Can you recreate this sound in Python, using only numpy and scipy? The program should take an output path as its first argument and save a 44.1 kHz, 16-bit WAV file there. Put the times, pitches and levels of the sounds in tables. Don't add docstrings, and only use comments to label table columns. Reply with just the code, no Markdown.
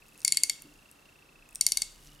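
import sys
import numpy as np
from scipy import signal
from scipy.io import wavfile
from scipy.ndimage import uniform_filter1d

SR = 44100
rng = np.random.default_rng(int(sys.argv[2]) if len(sys.argv) > 2 else 0)


def unload_wav(signal):
    wavfile.write(
        sys.argv[1],
        SR,
        np.round(np.clip(np.atleast_2d(signal).T, -1, 1) * 32767).astype(np.int16),
    )


def gain_from_db(level_db):
    decades = np.asarray(level_db, float) / 20
    return 10 ** decades


N = 97020


def rms_one(x):
    return x / np.sqrt(np.mean(x ** 2) + 1e-20)


def in_time(rows):
    s, *columns = np.transpose(rows)
    return [np.interp(np.arange(N) / SR, s, c) for c in columns]


def at_hz(points, hz, axis=1):
    points = np.array(points)
    return np.interp(np.log(hz), np.log(points[:, 0]), points[:, axis])


def band(x, low_hz, high_hz):
    sos = signal.butter(2, [low_hz, min(high_hz, .45 * SR)], "band", fs=SR, output="sos")
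    return signal.sosfilt(sos, x)


def top_cut(x, hz):
    return signal.sosfilt(signal.cheby2(12, 50, hz, fs=SR, output="sos"), x)


def clicks(s, gain):
    out = np.full(N + SR, 1e-18)
    np.add.at(out, (np.asarray(s) * SR).astype(int), gain)
    return out[:N]


def ring(x, hz, t60):
    r = gain_from_db(-60 / (t60 * SR))
    w = 2 * np.pi * hz / SR
    return signal.lfilter([.5, 0, -.5], [1, -2 * r * np.cos(w), r * r], x)


def dying(t60, size):
    return gain_from_db(-60 * np.arange(size) / SR / t60)


def air():
    # pitch in Hz, level in dB per Hz
    levels = [(50, -1.5), (90, -4), (165, -0.06), (900, -7), (1300, -6), (2100, -11), (3750, -13.5),
              (15000, -24)]
    # pitch in Hz, likeness of left and right (1 = the same)
    likeness = [(60, 0.92), (150, 0.9), (300, 0.68), (600, 0.17), (1600, 0.21), (4000, 0.49), (12000, 1)]
    level_db, top_hz = -63.5 + 2.35, 16250
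    edges = 45 * 2 ** np.arange(0, 8.9, .5)
    white = rng.standard_normal((2, 2, N))
    out = 0
    for k, (low, high) in enumerate(zip(edges, edges[1:])):
        mid, side = band(white[k % 2], low, high)
        hz = np.sqrt(low * high)
        alike = np.clip(at_hz(likeness, hz), -1, 1)
        stereo = np.sqrt(1 + alike) * mid + np.sqrt(1 - alike) * side * [[1], [-1]]
        out = out + gain_from_db(at_hz(levels, hz)) * stereo
    return gain_from_db(level_db) * rms_one(top_cut(out, top_hz))


def motor():
    # time in seconds, pitch in Hz, level in dB
    pitch_and_level = [(0, 2630, -54.5), (.3, 2660, -52), (.65, 2720, -55), (1.1, 2700, -54),
                       (1.55, 2590, -53.5), (1.85, 2910, -61), (2.2, 2910, -56)]
    step_s, first_step_s, step_length_s = 1 / 29.97, .0198, .01
    push_db, push_s, t60_s, scatter_db = -10, .0025, .066, 1.5
    side_mode, side_db, side_t60_s = .075, -4, .02
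    hz, db = in_time(pitch_and_level)
    step, age = np.divmod(np.arange(N) / SR - first_step_s + step_s, step_s)
    luck = rng.standard_normal((80, 2))[step.astype(int)]
    shape = np.where(age < push_s, gain_from_db(push_db), gain_from_db(-60 * (age - push_s) / t60_s))
    shape = shape * (age < step_length_s)
    shape = uniform_filter1d(shape * gain_from_db(db + scatter_db * luck[:, 0]), size=50)
    main = np.sin(2 * np.pi * hz * age)
    side_hz = hz * (1 + side_mode * (-1) ** step)
    side_gain = gain_from_db(side_db - 60 * age / side_t60_s / 2)
    side = side_gain * np.sin(2 * np.pi * side_hz * age + luck[:, 1])
    return shape * (main + side)


def far_machine():
    # time in seconds, drone in dB, its octave in dB, rumble in dB
    swells = [(0, -82, -87, -67), (.13, -78, -75, -72), (.34, -62, -73.5, -73), (.44, -73, -65.5, -73),
              (.6, -68.5, -77, -72.5), (.7, -70, -60.5, -63), (.8, -92, -77, -70), (1.0, -89, -80.5, -77),
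              (1.3, -68, -82, -75), (1.4, -82.5, -89, -65), (1.75, -80.5, -74.5, -62.5),
              (1.97, -78, -81, -59), (2.07, -62, -67.5, -55.5), (2.16, -64, -68, -59.5),
              (2.2, -67, -73, -65)]
    drone_hz, rumble_hz, rumble_rough = 146.7, 32, .46
    thud_s, thud_db, thud_t60_s = .64, -49, .29
    drone_db, octave_db, rumble_db = in_time(swells)
    phase = 2 * np.pi * drone_hz * np.arange(N) / SR
    drone = 1.2 * (gain_from_db(drone_db) * np.sin(phase) + gain_from_db(octave_db) * np.sin(2 * phase))
    uneven = ring(rng.standard_normal(2 * N), rumble_hz, .21)[N:]
    rumble = np.sin(phase * rumble_hz / drone_hz) + rumble_rough * rms_one(uneven)
    puff = np.convolve(clicks([thud_s], 1), dying(thud_t60_s, size=9000))[:N] * rng.standard_normal(N)
    thud = band(puff, 218, 366)
    return drone + gain_from_db(rumble_db) * rms_one(rumble) + gain_from_db(thud_db) * thud / np.abs(thud).max()


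def fingers():
    # time in seconds, peak in dB,
    # centre pitch in Hz
    small_ticks = [(.0825, -46, 8050), (0.0884, -46.5, 8800), (.1342, -49, 10300), (0.1769, -40, 10300),
                   (0.193, -43, 9500), (.1975, -45, 10500), (0.2038, -37.5, 7200), (.217, -35.5, 6600),
                   (0.2296, -43, 6600), (0.6202, -33, 10000), (.7393, -48.5, 5150), (0.9132, -40, 9000),
                   (1.055, -52, 3940), (1.4892, -46.5, 10100), (1.5083, -44.5, 9300), (1.528, -49, 10200),
                   (1.549, -30.5, 10200), (1.556, -22, 6900), (2.002, -54, 7400), (2.0365, -53, 10000),
                   (2.058, -48, 8000), (2.072, -41, 4500), (2.087, -52, 4500), (2.1183, -48, 4500),
                   (0.236, -45.5, 10000),
        (0.2738, -24, 7000),
        (0.3459, -26, 5500),
        (1.6872, -22, 7500),
    ]
    # time in seconds, level in dB
    rub = [(0, -72), (.22, -64.5), (.6, -66.5), (1.35, -78.5), (1.58, -73), (1.9, -62.5), (2.08, -60.5),
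           (2.2, -69)]
    t60_s, octaves, extra_db, lag_s = .0045, .52, 1.5, .0007
    rub_per_s, rub_low_hz, rub_high_hz = 640, 2500, 12000
    ticks = small_ticks
    out = np.zeros(N + 800)
    noise = rng.standard_normal((len(ticks), 600))
    for (s, db, hz), grain in zip(ticks, noise):
        puff = grain * dying(t60_s, size=600)
        tick = band(puff, hz * 2 ** -octaves, min(hz * 2 ** octaves, 13500))
        tick = tick + .12 * band(puff, 2500, 13000)
        at = int((s + lag_s) * SR)
        out[at:at + len(tick)] += gain_from_db(db + extra_db) * tick / np.abs(tick).max()
    grains = (rng.random(N) < rub_per_s / SR) * rng.choice([-1, 1], N)
    grains = grains * gain_from_db(2.9 * np.minimum(rng.exponential(1, N), 4))
    rubbing = rms_one(band(grains, rub_low_hz, rub_high_hz))
    return out[:N] + gain_from_db(in_time(rub)[0]) * rubbing


def pawl():
    # time in seconds, peak in dB, brightness in dB per octave
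    teeth = [(0.248, -7, 1.4), (0.2781, -8, -0.4), (0.3216, -7, -1.9), (0.3708, -7, -0.4),
             (0.4345, -6, 1.2), (0.4965, -7.5, -2.9), (1.6103, -6, 0.9), (1.665, -5, -0.7),
             (1.7196, -6, 0.9), (1.7715, -6.5, -1.4), (1.8191, -9, -1.2)]
    # pitch in Hz, first grip in dB, second grip in dB, t60 in seconds
    steel = [(820, -55.5, -50.5, 0.07), (2182, -21.5, -27, 0.032), (2801, -36.5, -41.5, .05),
             (4545, -9.5, -13, 0.027), (5527, -19.5, -20.5, 0.029), (6130, -10, -9, 0.0042),
             (7000, -7, -9.5, 0.013), (7210, -19, -35, .006), (8395, -10.5, -9.5, 0.0059),
             (9500, -10, -11.5, 0.0066), (10500, -19, -17, 0.0023), (12240, -36.5, -27, .0045),
             (13700, -28, -43, 0.0093), (16000, -48, -52, 0.0058)]
    # pitch in Hz, left minus right in dB
    pan = [(1000, 3), (2500, 0.7), (5000, 3.6), (10000, 0.7)]
    second_grip_s, scatter_db, land_s = 1.0, 1.35, .0003
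    build_cycles = 2.6
    slip_lead_s, slip_db, slip_top_hz = .0012, -15, 6500
    bounce_s, bounce_db, bounce_low_hz = .001004, -2.5, 6400
    crack_db, crack_t60_s, crack_low_hz, knock_db = -8, .0076, 3560, -25
    s, db, tilt = np.transpose(teeth)
    s = s + land_s
    out = np.zeros((2, N))
    luck = rng.standard_normal((len(s), 2 * len(steel) + 1))
    bounce_after = bounce_s * (1 + .15 * luck[:, -1])
    for k, (hz, first_db, second_db, t60) in enumerate(steel):
        grip_db = np.where(s < second_grip_s, first_db, second_db)
        gain = gain_from_db(db + grip_db + tilt * np.log2(hz / 4545) + scatter_db * luck[:, k])
        at = s + build_cycles / hz
        bounce_gain = gain * gain_from_db(bounce_db + 3 * luck[:, k + len(steel)])
        rebound = clicks(at + bounce_after, bounce_gain / (1 + (bounce_low_hz / hz) ** 6))
        slip = clicks(s - slip_lead_s, gain * gain_from_db(slip_db) / (1 + (hz / slip_top_hz) ** 8))
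        wave = ring(clicks(at, gain) + rebound + slip, hz, t60)
        wave = band(wave, hz / 1.656, hz * 1.81)
        out += (-1) ** k * wave * gain_from_db(at_hz(pan, hz) * np.array([[.5], [-.5]]))
    strikes = clicks(s + build_cycles / 9000, gain_from_db(db + crack_db))
    burst = np.convolve(strikes, dying(crack_t60_s, size=600))[:N] * rng.standard_normal(N)
    crack = band(band(burst, crack_low_hz, 12000), 1740, 12300)
    return out, crack + gain_from_db(knock_db) * band(burst, 500, 2200)


def shop(x):
    # pitch in Hz, t60 in seconds, level in dB
    reverb = [(1000, 0.27, -18.5), (2476, 0.43, -18), (4500, 0.35, -21), (6480, 0.454, -23),
              (9000, 0.28, -21.5), (12000, 0.23, -18.5), (14500, .14, -44.5)]
    # delay in seconds, level in dB
    echoes = [
        (.0028, -19.5),
        (0.0114, -21.5),
        (0.017, -29),
    ]
    start_s, width = .0034, .42
    size = SR // 2
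    edges = 600 * 2 ** np.arange(0, 5.1, .5)
    white = rng.standard_normal((2, 2, size))
    tail = 0
    for k, (low, high) in enumerate(zip(edges, edges[1:])):
        hz = np.sqrt(low * high)
        fade = dying(at_hz(reverb, hz), size) * gain_from_db(at_hz(reverb, hz, axis=2) - 22.5)
        mid, side = band(white[k % 2], low, high) * fade
        tail = tail + mid + width * side * [[1], [-1]]
    tail = tail * np.clip(np.arange(size) / SR / start_s - 1, 0, 1)
    for s, db in echoes:
        tail[:, int(s * SR)] += gain_from_db(db)
    return signal.fftconvolve(x[None], tail, axes=1)[:, :N]


def scene():
    background = air() + motor() * gain_from_db([[-.7], [.7]]) + far_machine()
    touch = fingers()
    ring_of_steel, crack = pawl()
    send = gain_from_db(-2) * ring_of_steel.mean(axis=0) + gain_from_db(5.5) * crack + touch
    return ring_of_steel + crack + touch + shop(send) + background


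def roll_off(x):
    return signal.sosfilt(signal.butter(12, 17140, fs=SR, output="sos"), x)


def record(dry):
    return roll_off(top_cut(dry, 17100))


dry = scene()
out = record(dry)
unload_wav(out)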